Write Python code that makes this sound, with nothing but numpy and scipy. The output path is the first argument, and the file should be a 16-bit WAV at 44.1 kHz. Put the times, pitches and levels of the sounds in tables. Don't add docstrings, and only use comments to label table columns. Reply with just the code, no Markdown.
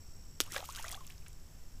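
import sys
import numpy as np
from scipy import signal
from scipy.fft import rfft, irfft
from scipy.io import wavfile

SR = 44100
rng = np.random.default_rng(int(sys.argv[2]) if len(sys.argv) > 2 else 0)


def master(y):
    cut = np.clip(np.atleast_2d(y).T, -1, 1)
    pcm = np.round(cut * 32767)
    wavfile.write(sys.argv[1], SR, pcm.astype(np.int16))


N = 79380
TIME = np.arange(N) / SR


def from_db(db):
    return 10 ** (np.asarray(db) / 20)


def rms_one(x):
    return x / np.sqrt(np.mean(x ** 2) + 1e-20)


def in_time(rows):
    return np.interp(TIME, *np.transpose(rows))


def coloured(x, points):
    hz, db = np.transpose(points)
    bins = np.maximum(np.arange(N // 2 + 1) * SR / N, 1)
    gain = from_db(np.interp(np.log(bins), np.log(hz), db))
    return rms_one(irfft(rfft(x) * gain, N))


def drift(hz):
    bins = np.arange(N // 2 + 1) * SR / N
    return rms_one(irfft(rfft(rng.standard_normal(N)) / (1 + (bins / hz) ** 2), N))


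def decay(t, fade_s):
    return np.exp(-np.log(1000) * t / fade_s)


def cut_lows(x, below_hz, order=2):
    return signal.lfilter(*signal.butter(order, below_hz, "high", fs=SR), x)


def add(out, start_s, sound):
    i = round(start_s * SR)
    out[i:i + len(sound)] += sound[:N - i]


def ring(hz, fade_s, rise=0):
    t = TIME[:int(fade_s * SR) + 2]
    pitch = hz * (1 + np.log(2) * rise * t)
    return np.sin(2 * np.pi * (np.cumsum(pitch) - hz) / SR) * decay(t, fade_s)


def burst(noise, hz, width_hz, fade_s):
    b, a = signal.iirpeak(hz, hz / width_hz, fs=SR)
    fall = decay(TIME[:len(noise)], fade_s)
    puff = signal.lfilter(b, a, signal.lfilter(b, a, noise)) * fall
    return puff * np.linalg.norm(fall) / np.linalg.norm(puff)


# pitch_hz, relative_db
AIR_COLOUR = [(200, -8.5), (300, -6), (800, -12.5), (2000, -18), (4000, -22), (5400, -14), (5900, -19.5),
              (6350, -13), (6700, -18.5), (7800, -10.5), (8400, -26), (14000, -20.5), (15500, -28)]
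# pitch_hz, relative_db
RUMBLE_COLOUR = [(10, -1), (25, -6), (45, -14), (80, -14), (110, -21.5), (180, -28.5), (260, -33),
                 (500, -57.5)]
# pitch_multiple, level_db
HUM_TONES = [(1, -67), (2, -64), (3, -89)]
# time_s, change_db
HUM_SWELL = [(0, -1), (.3, 2), (.85, -5.5), (1.25, 6.5), (1.6, -8)]


def outdoors(air_db=-63.5, rumble_db=-47.5, hum_hz=75.55, waver_db=2.5):
    air = from_db(air_db) * coloured(rng.standard_normal(N), AIR_COLOUR)
    rumble = from_db(rumble_db) * coloured(rng.standard_normal(N), RUMBLE_COLOUR)
    hum = sum(from_db(db + waver_db * drift(4)) * np.sin(2 * np.pi * multiple * hum_hz * TIME)
              for multiple, db in HUM_TONES)
    return air + rumble + hum * from_db(in_time(HUM_SWELL))


# pitch_hz, first_strokes_per_s, later_strokes_per_s, first_db, later_db,
# pitch_drop_hz, roughness (0 to 1)
INSECTS = [(5550, 69, 58, -66, -73, 380, 0), (6250, 23, 15, -85, -84, 200, .2),
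           (7670, 21, 21, -70.5, -94, 140, 0.25), (8000, 33, 26, -77.5, -82, 40, 0.6)]
# time_s, share_of_change (0 to 1)
INSECT_CHANGE = [(.4, 0.018), (1.1, 0.96)]


def insects(skip_chance=.03, wander_hz=22, waver_db=.5):
    out, change = np.zeros(N), in_time(INSECT_CHANGE)
    for hz, first_rate, later_rate, first_db, later_db, drop_hz, roughness in INSECTS:
        rate = first_rate + change * (later_rate - first_rate)
        stroke, progress = np.divmod(np.cumsum(rate) / SR, 1)
        played = rng.random(N)[stroke.astype(int)] > skip_chance
        pitch = hz + wander_hz * drift(43) - drop_hz * (progress - .5)
        phase = 2 * np.pi * np.cumsum(pitch) / SR
        tone = np.sin(phase) + roughness * drift(81) * np.cos(phase)
        pulse = np.sin(np.pi * progress) ** 4
        db = first_db + change * (later_db - first_db) + waver_db * drift(5.4)
        out += from_db(db) * rms_one(played * tone * pulse)
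    return out


def bank_echo(sound, level_db=-23.5, fade_s=.17, top_hz=5000):
    dull_noise = signal.lfilter(*signal.butter(1, top_hz, fs=SR), rng.standard_normal(N))
    tail = dull_noise * decay(TIME, fade_s)
    return from_db(level_db) * signal.fftconvolve(sound, tail / np.linalg.norm(tail))[:N]


def bubble(hz, fade_s, rise, attack_s=.00021):
    note = ring(hz, fade_s, rise)
    return note * (1 - np.exp(-TIME[:len(note)] / attack_s))


def bubble_cloud(per_s, low_hz, high_hz, cycles):
    chance, size, strength, climb = rng.random((4, N))
    out = np.zeros(N)
    for i in np.flatnonzero(chance < per_s / SR):
        hz = low_hz * (high_hz / low_hz) ** size[i]
        fade_s = cycles / hz
        add(out, i / SR, strength[i] * bubble(hz, fade_s, rise=1.5 * climb[i] / fade_s))
    return rms_one(out)


def droplets(per_s, low_hz, high_hz, cycles, pitch_count=24, spread_db=2):
    sizes = from_db(spread_db * np.minimum(rng.exponential(1, N), 4)) * rng.choice([-1, 1], N)
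    clicks = sizes * (rng.random(N) < per_s / SR)
    pitch_choice = rng.integers(0, pitch_count, N)
    out = np.zeros(N)
    for k, hz in enumerate(np.linspace(np.sqrt(low_hz), np.sqrt(high_hz), pitch_count) ** 2):
        ticks = signal.fftconvolve(clicks * (pitch_choice == k), ring(hz, cycles / hz))[:N]
        out += hz ** .25 * rms_one(ticks)
    return out


# time_s, level_db
SPRAY_AMOUNT = [(.403, -88), (.412, -72), (.44, -63), (.49, -64), (.51, -58), (.555, -47.5), (.585, -53.5),
                (.62, -58.5), (.66, -58.5), (.72, -59.5), (.78, -54), (.86, -56), (.93, -57), (.98, -65.5),
                (1.05, -68), (1.11, -67), (1.16, -72), (1.45, -80)]
# pitch_hz, relative_db
SPRAY_COLOUR = [(300, -19), (700, -1.5), (1500, -7), (3200, 1.5), (4400, -6), (6500, 0.5), (9000, -7),
                (14500, -5.5)]


def spray(drops_db=2, mist_db=-2.5, fizz_db=-3, cluster_db=2.5):
    ticks = droplets(per_s=1000, low_hz=1530, high_hz=13500, cycles=17)
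    clusters = from_db(cluster_db * drift(70))
    drops = from_db(drops_db) * coloured(ticks * clusters, SPRAY_COLOUR)
    mist = from_db(mist_db) * coloured(rng.standard_normal(N), SPRAY_COLOUR)
    fizz = from_db(fizz_db) * bubble_cloud(per_s=330, low_hz=1000, high_hz=6000, cycles=32)
    return from_db(in_time(SPRAY_AMOUNT)) * (drops + mist + fizz)


# middle_s, spread_s, level_db
GURGLES = [(.475, 0.016, -61), (.57, 0.022, -50.5), (.86, .06, -61)]


def gurgles():
    swell = sum(from_db(db) * np.exp(-.5 * ((TIME - middle_s) / spread_s) ** 2)
                for middle_s, spread_s, db in GURGLES)
    return swell * bubble_cloud(per_s=1400, low_hz=566, high_hz=2600, cycles=14.2)


# start_s, length_s, first_hz, last_hz, level_db
POPS = [(1.072, .0065, 3300, 8000, -45.5), (1.097, 0.011, 1374, 3550, -49.5),
        (1.177, 0.0057, 2780, 7700, -51.5), (1.2805, 0.0037, 3830, 13200, -44)]


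def pops(flutter=.25, flutter_hz=900):
    out = np.zeros(N)
    for start_s, length_s, first_hz, last_hz, db in POPS:
        opening = np.linspace(0, 1, int(length_s * SR) + 2)
        phase = 2 * np.pi * np.cumsum(first_hz * (last_hz / first_hz) ** opening) / SR
        add(out, start_s, from_db(db) * np.sin(np.pi * opening ** 2) * np.sin(phase))
    return out * (1 + flutter * drift(flutter_hz))


# start_s, first_hz, level_db, fade_s, rise_octaves_per_s
BIG_BUBBLES = [(0.4635, 2840, -45, .012, 0), (0.477, 1100, -47, .04, 15), (.515, 1810, -43, 0.031, 27),
               (.522, 360, -44, 0.028, 0), (.529, 1260, -44, 0.035, 49), (.5335, 3240, -39.5, .012, 0),
               (0.546, 1290, -32, 0.0088, -10), (.555, 590, -42, 0.02, 51), (0.5625, 1634, -29, 0.032, 5),
               (0.5626, 553, -34, 0.051, 2), (.5624, 3640, -35.5, 0.019, 4), (0.562, 2144, -29, .018, 30),
               (0.578, 1910, -37, 0.022, 0), (.592, 500, -41, 0.093, 26.5), (.605, 900, -43, 0.035, 23),
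               (0.607, 1240, -48.5, 0.025, 13), (0.6273, 776, -36.5, .03, 12),
               (.653, 3000, -44.5, 0.013, 22), (0.69, 984, -37.5, 0.063, 26), (.711, 3730, -43, .008, 60),
               (0.7496, 2910, -41.5, 0.029, 36), (0.7732, 1430, -45, 0.099, 24),
               (0.7855, 1624, -39, .028, 33), (.7888, 3010, -33, 0.015, 26), (0.7958, 883, -41, 0.048, 7),
               (0.843, 1170, -35, 0.035, 72), (0.844, 602, -46.5, .055, 16.5), (.849, 1800, -36, 0.023, 38),
               (.866, 676, -48, 0.066, 0), (.866, 1110, -48.5, 0.092, 12), (.882, 2406, -43, 0.036, 13),
               (.9, 1900, -43, 0.019, 34), (0.916, 3300, -42, 0.04, 6), (.9165, 1950, -44, 0.021, 24),
               (.923, 700, -50.5, 0.12, 13), (0.9303, 1000, -43.5, 0.047, 47),
               (0.941, 1450, -46, 0.039, 33), (0.9454, 3330, -33, 0.011, 20),
               (.952, 747, -47.5, 0.094, 5.5), (.972, 670, -52.5, 0.044, 8), (.974, 1103, -46, 0.071, 9.5),
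               (1.008, 1078, -46.5, 0.086, -3), (1.223, 2520, -56, 0.021, 0)]


def plops(wobble=.25, wobble_hz=260):
    out = np.zeros(N)
    for start_s, hz, db, fade_s, rise in BIG_BUBBLES:
        add(out, start_s, from_db(db) * bubble(hz, fade_s, rise))
    return out * (1 + wobble * drift(wobble_hz))


# start_s, level_db, pitch_hz, fade_s
ECHOES_AND_SPLATS = [(0.4085, -27.5, 9100, 0.004), (0.411, -39, 3000, 0.0068), (0.4114, -23, 6500, 0.0041),
                     (0.4171, -33, 5000, 0.0095), (0.436, -48, 8000, 0.032), (0.5207, -34.5, 7500, 0.013),
                     (0.5372, -39.5, 7500, 0.015), (0.543, -44, 5000, 0.019), (0.5632, -29, 2090, 0.0083),
                     (0.5644, -35.5, 5600, 0.01), (0.572, -44, 8050, 0.039), (.579, -40.5, 4030, 0.025),
                     (.604, -40, 2980, .012), (0.6571, -41.5, 7700, 0.0099), (0.678, -53, 10500, .007),
                     (0.688, -44, 6960, 0.014), (0.699, -45, 6140, 0.018), (0.705, -45, 5500, 0.02),
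                     (0.7233, -44, 8500, 0.012), (0.7491, -42.5, 5000, 0.02), (0.76, -35, 5000, 0.0087),
                     (0.7648, -43.5, 7400, 0.017), (0.7856, -44, 6000, 0.0068), (.802, -47, 11000, .008),
                     (0.8254, -42, 6850, 0.029), (0.843, -42, 7000, .01), (.8695, -44, 8500, .007),
                     (0.881, -40, 4770, 0.032), (0.8926, -39.5, 8000, 0.01), (0.9093, -39, 6500, 0.0042),
                     (0.9148, -33.5, 10300, 0.0073), (0.9192, -32.5, 7400, 0.0026),
                     (0.925, -40, 4760, 0.017), (0.931, -43, 6500, 0.015), (0.951, -43, 5500, 0.012),
                     (1.007, -50, 3500, 0.0051), (1.0674, -37, 11000, 0.0023), (1.1, -46.5, 12000, .006),
                     (1.112, -48.5, 6000, 0.0039), (1.263, -51.5, 2100, 0.045), (1.3304, -49, 5500, 0.0062)]


def echoes_and_splats(narrowness=.94):
    out = np.zeros(N)
    for start_s, db, hz, fade_s in ECHOES_AND_SPLATS:
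        noise = rng.standard_normal(N // 20)
        add(out, start_s, from_db(db) * burst(noise, hz, hz / narrowness, fade_s))
    return out


# pitch_hz, relative_db, fade_s
CRACK_TONES = [(1290, -7.5, 0.0058), (3300, 0.5, 0.0035), (6500, 3, 0.0015), (10600, -0.5, 0.00073),
               (13200, -1, 0.0011)]
# pitch_hz, level_db, fade_s
THUMP_TONES = [(300, -36.5, 0.037), (384, -27, 0.014)]


def smack(start_s=.4034, crack_db=-12, echo_delay_s=.0066, echo_db=-10.5, hiss_db=-34.5):
    out = np.zeros(N)
    for k, (hz, db, fade_s) in enumerate(CRACK_TONES):
        add(out, start_s, (-1) ** k * from_db(crack_db + db) * ring(hz, fade_s))
    out = cut_lows(out, below_hz=510)
    dock_echo = from_db(echo_db) * cut_lows(out, below_hz=2000, order=1)
    add(out, echo_delay_s, dock_echo)
    for hz, db, fade_s in THUMP_TONES:
        thump = from_db(db) * cut_lows(ring(hz, fade_s), below_hz=252)
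        add(out, start_s + .001, thump)
    hiss = burst(rng.standard_normal(N // 10), hz=5500, width_hz=14700, fade_s=.075)
    add(out, start_s, from_db(hiss_db) * hiss)
    return out


def scene():
    background = outdoors() + insects()
    splash = spray() + smack() + echoes_and_splats() + plops() + gurgles() + pops()
    return (background + bank_echo(splash) + splash)[None]


def record(dry, top_hz=15300):
    return signal.sosfilt(signal.ellip(10, .1, 80, top_hz, fs=SR, output="sos"), dry)


dry = scene()
out = record(dry)
master(out)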